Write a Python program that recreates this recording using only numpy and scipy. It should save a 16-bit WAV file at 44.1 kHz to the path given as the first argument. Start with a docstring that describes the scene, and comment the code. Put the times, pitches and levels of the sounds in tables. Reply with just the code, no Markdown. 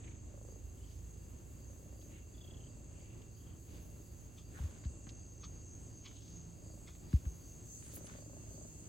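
"""A shaded concrete path: a cat purrs close to the microphone while a hand strokes it.
Its larynx snaps about 28 times a second, ringing chest, flank and throat. Fingers and fur bump the
microphone amid soft rustles; paws scuff on grit. Behind are a small bird's trills, cicadas buzzing
their tymbals, a rasping insect, tree crickets, a fine hiss and far traffic with a machine's hum."""
import sys
import numpy as np
from scipy import signal
from scipy.fft import rfft, irfft, next_fast_len
from scipy.io import wavfile

SR = 44100
rng = np.random.default_rng(int(sys.argv[2]) if len(sys.argv) > 2 else 0)


def master(y):
    """Save y as 16-bit WAV."""
    cut = np.clip(np.atleast_2d(y).T, -1, 1)
    pcm = np.round(cut * 32767)  # scale
    wavfile.write(sys.argv[1], SR, pcm.astype(np.int16))


N = 391608

# swells of the purr: start_s, length_s, throat_db, flank_db
PURR_SWELLS = [(.376, 0.18, -60.5, -68.5), (1.7, 0.41, -68, -63.5), (2.449, 0.37, -73, -64),
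               (2.95, 0.089, -68, -69), (3.853, 0.18, -71, -60.5), (4.549, 0.57, -73, -67),
               (5.599, 0.73, -88, -69), (6.662, 0.14, -65, -61.5), (7.972, 0.075, -61.5, -54),
               (8.151, 0.068, -60, -55), (8.297, 0.086, -62, -57.5), (8.543, .11, -64, -56.5)]


def purr(jitter_cycles=0.012, open_cycles=0.31):
    """The larynx snaps open and shut, driving the body; air rasps through the open gap."""
    cycles = larynx_cycles() + jitter_cycles * drift(14)
    snaps = np.diff(np.floor(cycles), prepend=0)
    uneven_snaps = snaps * from_db(2.5 * drift(14))
    closings = np.diff(np.floor(cycles + .5), prepend=0)
    uneven_closings = closings * from_db(5.3 * drift(14))
    air = rng.standard_normal(N) * np.exp(-(cycles % 1) / open_cycles)
    flank_drive = uneven_snaps + 0.59 * uneven_closings + 0.11 * air
    throat_drive = snaps * from_db(.8 * drift(14)) + .16 * closings + .026 * air
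    throat_gain, flank_gain = purr_gains()
    body = chest(uneven_snaps) + flank(flank_drive, flank_gain)
    return body + throat(throat_drive, throat_gain) + nose(cycles)


def larynx_cycles():
    """Running count of snaps, aligned so that each swell starts on one."""
    # quickens under the first stroke, then settles: time_s, rate_hz
    snap_rate = [(0, 28), (.55, 27.4), (1.7, 31), (2.3, 27.2), (5.6, 28.4), (6.9, 25.6), (8.4, 28.2)]
    cycles = np.cumsum(in_time(snap_rate)[0]) / SR
    starts_s = np.array(PURR_SWELLS)[:, 0]
    short_of_snap = np.unwrap(-np.interp(starts_s, clock(), cycles) % 1, period=1)
    return cycles + np.interp(clock(), starts_s, short_of_snap)


def purr_gains(throat_quiet_db=-77, flank_quiet_db=-70):
    """Throat and flank swell together above their quiet levels."""
    throat_power, flank_power = from_db(throat_quiet_db) ** 2, from_db(flank_quiet_db) ** 2
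    for start_s, length_s, throat_db, flank_db in PURR_SWELLS:
        shape = swell(start_s, length_s, attack_s=0.067, release_s=0.021)
        throat_power += (from_db(throat_db) * shape) ** 2
        flank_power += (from_db(flank_db) * shape) ** 2
    return np.sqrt(throat_power), np.sqrt(flank_power)


def chest(snaps, gain_db=-6.0):
    """Each snap thuds in the chest."""
    # chest resonances: pitch_hz, width_hz, gain_db
    modes = [(57.2, 20, 0.5), (88.5, 23, -3), (115.4, 43, -17), (151, 48, -20.5)]
    # greatest with the head near the microphone: time_s, level_db
    strength = [(0, -49), (1.07, -43.5), (1.35, -48), (1.85, -49), (2.4, -52), (3.5, -53), (4.3, -51),
                (5.3, -52), (5.75, -47), (6.1, -71), (6.7, -49.5), (7.9, -64), (8.5, -52.5), (8.88, -69)]
    thuds = rms_one(butter(resonate(snaps, modes), 2, [42, 300], "band"))
    return place(thuds * from_db(in_time(strength)[0] + gain_db), pan_db=-3.0, lag_ms=0.25)


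def flank(drive, gain, trim_db=-2.5):
    """Uneven snaps and rasping air ring in the flank."""
    # flank resonances: pitch_hz, width_hz, gain_db
    modes = [(170.5, 29, 0), (236, 86, -2), (299.3, 71, -1), (380, 110, -4)]
    return place(soft_rings(drive, modes, shift=1) * gain * from_db(trim_db), pan_db=3.5, lag_ms=0.37)


def throat(drive, gain, pitch_spread=.04):
    """Clean, even snaps ring in the throat, each at a slightly different pitch."""
    # throat resonances: base_hz, width_hz, gain_db
    modes = [(250, 140, -10), (445, 140, -5), (539, 128, 0.5), (680, 410, -15.5), (1020, 340, -21)]
    # the mouth opens and closes, shifting them: time_s, pitch_ratio
    mouth = [(.36, 1.06), (.57, 0.81), (2, 1.016), (6.7, 1.05), (8.0, 1.03), (8.33, 1.03), (8.6, 1.08)]
    shift = in_time(mouth)[0] * (1 + pitch_spread * drift(20))
    return place(soft_rings(drive, modes, shift) * gain, pan_db=1.0, lag_ms=0.25)


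def soft_rings(drive, modes, shift, step=7):
    """Soft tissue rounds each ring: it swells briefly, then dies; shift scales the pitches; rms 1."""
    slow_sr, slow_drive = SR / step, signal.resample_poly(drive, 1, step)
    out, warped_s = 0, np.cumsum(shift * np.ones(N))[::step] / SR
    for hz, width_hz, db in modes:
        r = np.exp(-np.pi * width_hz / slow_sr)
        carrier = np.exp(2j * np.pi * hz * warped_s)
        envelope = signal.lfilter([(1 - r) ** 2], [1, -2 * r, r * r], slow_drive * carrier.conj())
        out = out + from_db(db) * (carrier * envelope).real
    return rms_one(signal.resample_poly(out, step, 1)[:N])


def nose(cycles, level_db=-64, lead_cycles=0.18, leak=0.3):
    """With the face briefly at the microphone, air puffs from the nose just ahead of each snap."""
    air = np.zeros((2, N))
    add(air, 0, friction(centre_hz=2300, spread_oct=0.48, size=SR))
    puffs = leak + np.cos(np.pi * (cycles + lead_cycles)) ** 4
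    nearness = swell(start_s=0.034, length_s=0.065, attack_s=0.016, release_s=0.055)
    return from_db(level_db) * nearness * puffs * air


def bumps(settle_s=0.004, softness=0.89, top_hz=340):
    """A soft touch on the microphone swells and dies while its pitch sinks."""
    # touches: start_s, level_db, final_hz, swell_s, onset_extra_hz
    touches = [(4.597, -33, 66, 0.018, 303), (4.632, -32, 78, 0.017, 120), (4.852, -30.5, 62.7, 0.017, 295),
               (5.066, -43.5, 79.5, 0.0063, 450), (5.441, -51, 168, 0.021, 60),
               (7.133, -19, 65.6, 0.015, 410), (7.26, -30, 61.4, 0.014, 180)]
    out, t = np.zeros(N), np.arange(SR // 8) / SR
    for start_s, db, final_hz, swell_s, extra_hz in touches:
        turns = final_hz * t + extra_hz * settle_s * (1 - np.exp(-t / settle_s))
        push = (t / swell_s * np.exp((1 - (t / swell_s) ** 2) / 2)) ** softness
        add(out, start_s, from_db(db) * push * np.sin(2 * np.pi * turns))
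    return place(butter(out, 5, top_hz), pan_db=1.0, lag_ms=0.083)


def ticks(gain_db=-11.0, top_hz=5800):
    """Tiny dry contacts that die at once."""
    # handling and grit: start_s, level_db, centre_hz, decay_s
    contacts = [(2.014, -52, 3940, 0.013), (3.219, -51, 2740, .007), (4.588, -41.5, 750, .008),
                (4.8378, -48.5, 1400, 0.014), (4.848, -51, 2730, 0.011), (5.0684, -45.5, 1200, 0.012),
                (5.091, -40.5, 4000, 0.0084), (6.886, -50, 850, 0.014), (6.951, -51, 2200, .007),
                (7.129, -41, 1000, 0.0041), (7.2533, -43.5, 1040, .006), (7.825, -48, 1492, 0.0055),
                (6.112, -50.5, 1500, 0.0082), (6.222, -51, 4050, .007), (7.969, -49, 1800, 0.0097),
                (8.0681, -43, 4560, .005)]
    out, t = np.zeros((2, N)), np.arange(SR // 20) / SR
    for start_s, db, hz, decay_s in contacts:
        burst = friction(hz, spread_oct=0.89, size=len(t))
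        add(out, start_s, from_db(db + gain_db) * np.exp(-t / decay_s) * burst)
    return butter(out, 4, top_hz)


def rustles(gain_db=3.5):
    """Soft rustles, and the brief ring and tail of gritty scuffs; each swells, crackles and fades."""
    # friction bursts: middle_s, level_db, centre_hz, spread_oct, spread_s
    bursts = [(0.925, -74.5, 3480, 1.5, 0.069), (2.161, -71.5, 2340, 0.5, 0.039),
              (3.05, -76.5, 2530, 0.32, 0.088), (3.749, -74.5, 2740, 0.67, 0.061),
              (4.565, -66, 1610, 0.25, 0.016), (4.611, -66.5, 1100, 1.34, 0.053),
              (4.628, -74.5, 10500, 0.64, 0.09), (4.719, -72, 1390, 1.2, 0.073),
              (5.441, -71, 1220, 0.07, 0.016), (6.14, -74.5, 3200, 0.22, 0.06),
              (6.242, -75.5, 3950, 0.55, 0.15), (7.149, -68, 2160, 1.9, 0.041),
              (7.857, -66, 8650, 0.16, 0.08), (7.959, -54, 12500, 0.56, 0.017),
              (8.061, -60.5, 8860, 0.17, 0.012), (7.854, -72.5, 3600, 0.97, 0.024),
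              (7.897, -73, 1480, 0.8, 0.031), (7.944, -68.5, 4280, 0.82, 0.032),
              (8.013, -75, 1310, 0.57, 0.014), (8.095, -66.5, 1367, 0.42, 0.015),
              (8.119, -69, 1700, 1.1, 0.058)]
    out, t = np.zeros((2, N)), np.arange(-SR // 3, SR // 3) / SR
    for middle_s, db, hz, spread_oct, spread_s in bursts:
        add(out, middle_s + t[0], from_db(db) * hump(t / spread_s) * friction(hz, spread_oct, len(t)))
    crackle_db = 3 * drift(350).clip(-2, 2.5)
    grain_db = 0.5 * drift(60)
    return out * from_db(grain_db + crackle_db + gain_db)


def scuffs(grains_per_s=2500, size_step_db=-6.0, gain_db=1.2, own_width_hz=220, own_db=5.0):
    """Grit cracks under a paw in a short dense cluster, each scuff with its own colour."""
    # paws on concrete: peak_s, level_db, rise_s, fall_s, low_hz, pitch_ratio, own_mode_hz
    steps = [(4.382, -63, .008, .025, 1200, .99, 3220), (5.441, -52.5, .008, .012, 600, 1.0, 4480),
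             (6.06, -52, .008, .018, 1500, .92, 2300), (6.88, -61, .008, .028, 600, 1.0, 2100)]
    # grit resonances: base_hz, width_hz, gain_db
    grit = [(1170, 150, 7), (2460, 170, 4.5), (3340, 98, 10), (3595, 54, 13.5), (4440, 670, -1),
            (5300, 1100, -1.5)]
    out, t = np.zeros(N), np.arange(-SR // 8, SR // 4) / SR
    for peak_s, db, rise_s, fall_s, low_hz, ratio, own_hz in steps:
        sizes = from_db(size_step_db * np.minimum(rng.exponential(1, len(t)), 3))
        signs = rng.choice([-1, 1], len(t))
        grains = sizes * signs * (rng.random(len(t)) < grains_per_s / SR)
        modes = [(hz * ratio, width_hz, mode_db) for hz, width_hz, mode_db in grit]
        modes.append((own_hz, own_width_hz, own_db))
        cracks = sum(resonate(rng.permutation(grains), [mode]) for mode in modes)
        dulled = rms_one(butter(cracks, 4, 6000))
        envelope = from_db(db + gain_db) * np.exp(np.minimum(t / rise_s, -t / fall_s))
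        add(out, peak_s + t[0], envelope * butter(dulled, 2, low_hz, "high"))
    return place(out, pan_db=0.5, lag_ms=0.006)


def bird(notes_per_s=31.2, upper_ratio=1.4, upper_db=-9.5):
    """A far bird's quick trills of hoarse, gliding notes, with a faint higher voice."""
    # trills: start_s, length_s, level_db, first_hz, last_hz, hoarseness_hz
    trills = [(0.765, 0.19, -70.5, 3140, 3150, 150), (2.335, 0.24, -62, 3500, 3260, 121),
              (2.496, 0.2, -65.5, 3210, 3040, 166), (3.359, 0.2, -70, 3270, 3100, 151)]
    out, waver = np.zeros(N), drift(300)
    strength = from_db(2 * drift(15))
    for start_s, length_s, db, first_hz, last_hz, hoarse_hz in trills:
        t = np.arange(int(length_s * SR)) / SR
        span = int(start_s * SR) + np.arange(len(t))
        notes = np.sin(np.pi * notes_per_s * t) ** 4 + 0.15
        phase = phase_of(first_hz + (last_hz - first_hz) * t / length_s + hoarse_hz * waver[span])
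        voices = np.sin(phase) + from_db(upper_db) * np.sin(upper_ratio * phase)
        arch = np.sin(np.pi * t / length_s) ** 0.37
        add(out, start_s, from_db(db) * arch * notes * voices * strength[span])
    return place(out, pan_db=-0.5, lag_ms=0.34)


def cicadas(ring_gain_db=-1.5, surge_spread_s=0.05):
    """One cicada rings in surges; others whirr above it and swell at their own pace."""
    # tymbal resonances: centre_hz, width_hz, gain_db, buzz_hz
    ring_modes = [(6388, 130, -4.5, 46), (6528, 95, -5, 66), (6236, 300, -9, 120)]
    whirr_modes = [(6850, 420, -4, 39), (7330, 480, -4.5, 78), (7800, 480, -6, 100), (8150, 480, -5.5, 120)]
    # strength of each song: time_s, level_db
    ring_level = [(0, -68), (4.1, -68.5), (4.7, -66.5), (5.3, -62.5), (6.3, -63.5), (6.55, -66.5),
                  (7.05, -67), (7.45, -61.5), (7.85, -65), (8.25, -66), (8.88, -67)]
    whirr_level = [(0, -63), (.11, -66.5), (.2, -68.5), (2.4, -68.5), (3.02, -66), (3.2, -69), (4.4, -68.5),
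                   (4.92, -63.5), (5.52, -68), (5.62, -66), (5.82, -64), (6.0, -67), (6.58, -67.5),
                   (6.7, -64), (6.95, -65.5), (7.2, -68), (7.75, -62), (8.05, -66), (8.3, -66), (8.68, -63),
                   (8.88, -66)]
    # surges of the ring: middle_s, rise_db
    surges = [(.14, 4.5), (.54, 4), (1.1, 2), (1.7, 4.5), (2.07, 4), (2.6, 3.5), (3.83, 3.5), (4.25, 4),
              (5.15, 3.5), (5.44, 4), (5.73, 4.5), (6.02, 3.5), (6.38, 7), (6.71, 3), (6.97, 3.5),
              (7.3, 3.5), (7.52, 3), (7.76, 7), (8.02, 4.5)]
    surge_db = sum(db * hump((clock() - s) / surge_spread_s) for s, db in surges)
    ring = from_db(in_time(ring_level)[0] + surge_db + ring_gain_db) * tymbals(ring_modes)
    return ring + from_db(in_time(whirr_level)[0]) * tymbals(whirr_modes)


def tymbals(modes, buzz_depth=0.19, waver_db=1.5):
    """Each tymbal resonance is a throbbing noise band; mid signal at rms 1."""
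    # the buzz's stereo width drops to mono for about two seconds: time_s, side_db
    stereo_width = [(0, 7.5), (5.0, 8), (5.25, -36), (7.55, -28), (7.7, 16.5), (8.88, 21)]
    chorus = 0
    for hz, width_hz, db, buzz_hz in modes:
        throb = 1 + buzz_depth * np.sin(phase_of(buzz_hz * (1 + 0.0363 * drift(3))))
        chorus = chorus + from_db(db + waver_db * drift(6.7)) * throb * band(hz, width_hz)
    mid = chorus.mean(axis=0)
    return (mid + (chorus - mid) * from_db(in_time(stereo_width)[0])) / mid.std()


def rasping_insect(chirp_db=-80.5, rasp_db=-4.5, chorus_db=-82.5, growth_db_per_s=0.61, pan_db=1.5):
    """Far chirps, each a narrow note with a raspy skirt, over a faint chorus; both grow louder."""
    # nearly even chirps: middle_s
    chirps = [.51, .89, 1.23, 1.62, 2.0, 2.37, 2.7, 3.02, 3.37, 3.74, 4.09, 4.47, 4.85, 5.21, 5.58, 5.95,
              6.3, 6.7, 7.1, 7.45, 7.84, 8.2, 8.56]
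    beats = sum(hump((clock() - s) / 0.047) for s in chirps)
    note = band(centre_hz=4690, width_hz=130)
    voice = note + from_db(rasp_db) * band(centre_hz=4600, width_hz=380)
    chorus = from_db(chorus_db) * band(centre_hz=4620, width_hz=570)
    gain = from_db(growth_db_per_s * clock() + np.array([[pan_db], [-pan_db]]) / 2)
    return gain * (from_db(chirp_db) * beats * voice + chorus)


def crickets(quiet_db=-85, fade_s=.03):
    """Tree crickets: two thin notes, roughened by uneven wing strokes, swell in trills."""
    # wing notes: pitch_hz, gain_db
    notes = [(2737, 0), (2679, -8)]
    # trills: start_s, length_s, level_db
    trills = [(2.114, 1.2, -82.5), (3.72, 0.38, -82), (4.3, 0.45, -83.5), (4.86, 0.4, -81.5),
              (8.32, 0.16, -81), (8.68, 0.2, -81)]
    song = 0
    for hz, db in notes:
        strokes = from_db(db + 2.8 * drift(45) + 1.3 * drift(4))
        song = song + strokes * np.sin(phase_of(hz + 7 * drift(20) + 10 * drift(70)))
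    swells = sum(from_db(db) * swell(s, length_s, fade_s, fade_s) for s, length_s, db in trills)
    return place(np.hypot(from_db(quiet_db), swells) * rms_one(song), pan_db=-1.5, lag_ms=0.38)


def hiss(gain_db=3.5):
    """A fine mono hiss swells and fades in the top treble."""
    # hiss spectrum: freq_hz, density_db
    spectrum = [(8500, -5.5), (10000, 4), (11700, 5.5), (13200, 6), (15000, 3), (16000, 3)]
    # hiss strength: time_s, level_db
    strength = [(0.0, -88), (0.5, -76), (1.8, -74), (2.45, -76), (2.87, -81), (3.86, -71), (5.1, -83),
                (5.84, -79.5), (6.45, -79), (7.4, -71.5), (8.88, -73.5)]
    waver_db = 1.1 * drift(5) + drift(25)
    gain = from_db(in_time(strength)[0] + gain_db + waver_db)
    return gain * noise(lambda hz: from_db(at_hz(spectrum, hz)))[0]


def traffic_and_hum(rumble_db=-54.5):
    """Far traffic rumbles under a machine's wavering hum and an engine's drone."""
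    # rumble spectrum: freq_hz, density_db
    spectrum = [(20, -22), (32, -8), (45, -7), (65, 0.5), (100, -3), (140, -6), (210, -12), (320, -11.5),
                (450, -19.5), (800, -28), (1600, -34), (3200, -38), (5500, -50.5), (16000, -96)]
    # machine hum: pitch_hz, level_db
    machine = [(108, -60.5)]
    # the engine grows and falls away: time_s, pitch_hz, level_db
    engine = [(0, 164.6, -73), (5, 168.2, -74.5), (6.15, 169.4, -72), (6.38, 168.7, -58.5),
              (6.6, 166.7, -66), (7.4, 167.8, -65), (7.7, 140.6, -70), (8.88, 160, -68.5)]
    hum = 0
    for pitch_hz, db in machine + [in_time(engine)]:
        amplitude = np.sqrt(2) * from_db(db + drift(2.0))
        hum = hum + amplitude * np.sin(phase_of(pitch_hz + 0.79 * drift(2.2)))
    rumble = from_db(rumble_db + 1.51 * drift(5.5)) * noise(lambda hz: from_db(at_hz(spectrum, hz)))
    return rumble + place(hum, pan_db=-6.0, lag_ms=0.058)


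def noise(colour, size=N):
    """Stereo noise shaped by the gain colour(hz); rms 1."""
    # left-right likeness: freq_hz, correlation
    likeness = [(60, 0.88), (130, 0.75), (290, 0.74), (640, 0.26), (1400, -0.2), (2600, 0.18), (4600, 0.7),
                (6400, 0.96), (7000, 0.97), (8300, 0.99), (10000, 0.99), (15000, 0.17)]
    padded = next_fast_len(size, True)
    hz = np.fft.rfftfreq(padded, 1 / SR)
    mid, side = rfft(rng.standard_normal((2, padded))) * colour(hz)
    alike = at_hz(likeness, hz)
    spectra = np.sqrt(1 + alike) * mid + np.sqrt(1 - alike) * side * [[1], [-1]]
    return rms_one(irfft(spectra, padded)[:, :size])


def band(centre_hz, width_hz):
    """Noise in one resonance."""
    return noise(lambda hz: 1 / (1 + 2 * ((hz - centre_hz) / width_hz) ** 2))


def friction(centre_hz, spread_oct, size):
    """Friction noise: a spectral hump round its centre."""
    return noise(lambda hz: hump(np.log2((hz + 1) / centre_hz) / spread_oct), size)


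def resonate(x, modes):
    """Parallel resonances of alternating sign."""
    out = 0
    for k, (hz, width_hz, db) in enumerate(modes):
        r = np.exp(-np.pi * width_hz / SR)
        forward = np.array([1, 0, -1]) * (1 - r * r) / 2
        feedback = [1, -2 * r * np.cos(2 * np.pi * hz / SR), r * r]
        out = out + (-1) ** k * from_db(db) * signal.lfilter(forward, feedback, x)
    return out


def butter(x, order, edge_hz, kind="low"):
    return signal.sosfilt(signal.butter(order, edge_hz, kind, fs=SR, output="sos"), x)


def place(x, pan_db, lag_ms):
    """Sound reaches the right channel later; positive pan_db favours the left."""
    late = np.interp(clock() - lag_ms / 1000, clock(), x)
    return np.array([x * from_db(pan_db / 2), late * from_db(-pan_db / 2)])


def add(out, start_s, sound):
    at = round(start_s * SR)
    first, last = max(at, 0), min(at + sound.shape[-1], N)
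    out[..., first:last] += sound[..., first - at:last - at]


def drift(rate_hz):
    """Smooth random wander up to about rate_hz; spread 1."""
    knots = rng.standard_normal(int(2 * rate_hz * N / SR) + 4)
    smooth = signal.resample(knots, 8 * len(knots))
    return np.interp(np.linspace(0, len(smooth) - 1, N), np.arange(len(smooth)), smooth)


def swell(start_s, length_s, attack_s, release_s):
    """Rise before the start, hold at 1, die away."""
    t = clock() - start_s
    return np.exp(np.minimum(t / attack_s, (length_s - t) / release_s).clip(-30, 0))


def in_time(rows):
    """One per-sample curve for each column after time_s."""
    time_s, *columns = np.transpose(rows)
    return [np.interp(clock(), time_s, column) for column in columns]


def at_hz(points, hz):
    """Read a spectrum on a log-frequency axis."""
    freq_hz, value = np.transpose(points)
    return np.interp(np.log(hz + 1), np.log(freq_hz), value)


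def hump(x):
    return np.exp(-x ** 2 / 2)


def phase_of(hz):
    return 2 * np.pi * np.cumsum(hz) / SR


def from_db(db):
    return 10 ** (np.asarray(db) / 20)


def rms_one(x):
    return x / np.sqrt(np.mean(x ** 2) + 1e-20)


def clock():
    return np.arange(N) / SR


def scene():
    """Cat and hand in front, the garden behind."""
    near = purr() + bumps() + ticks() + rustles() + scuffs()
    return near + bird() + cicadas() + rasping_insect() + crickets() + hiss() + traffic_and_hum()


def record(dry, lag_from_hz=6970, hz_per_turn=4060, cutoff_hz=15900):
    """The left channel's phase lags in the high treble, widening the hiss; the top is cut steeply."""
    padded = next_fast_len(N, True)
    turns = np.maximum(np.fft.rfftfreq(padded, 1 / SR) - lag_from_hz, 0) / hz_per_turn
    left = irfft(rfft(dry[0], padded) * np.exp(-2j * np.pi * turns), padded)[:N]
    return signal.sosfilt(signal.ellip(10, .1, 80, cutoff_hz, fs=SR, output="sos"), [left, dry[1]])


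dry = scene()
out = record(dry)
master(out)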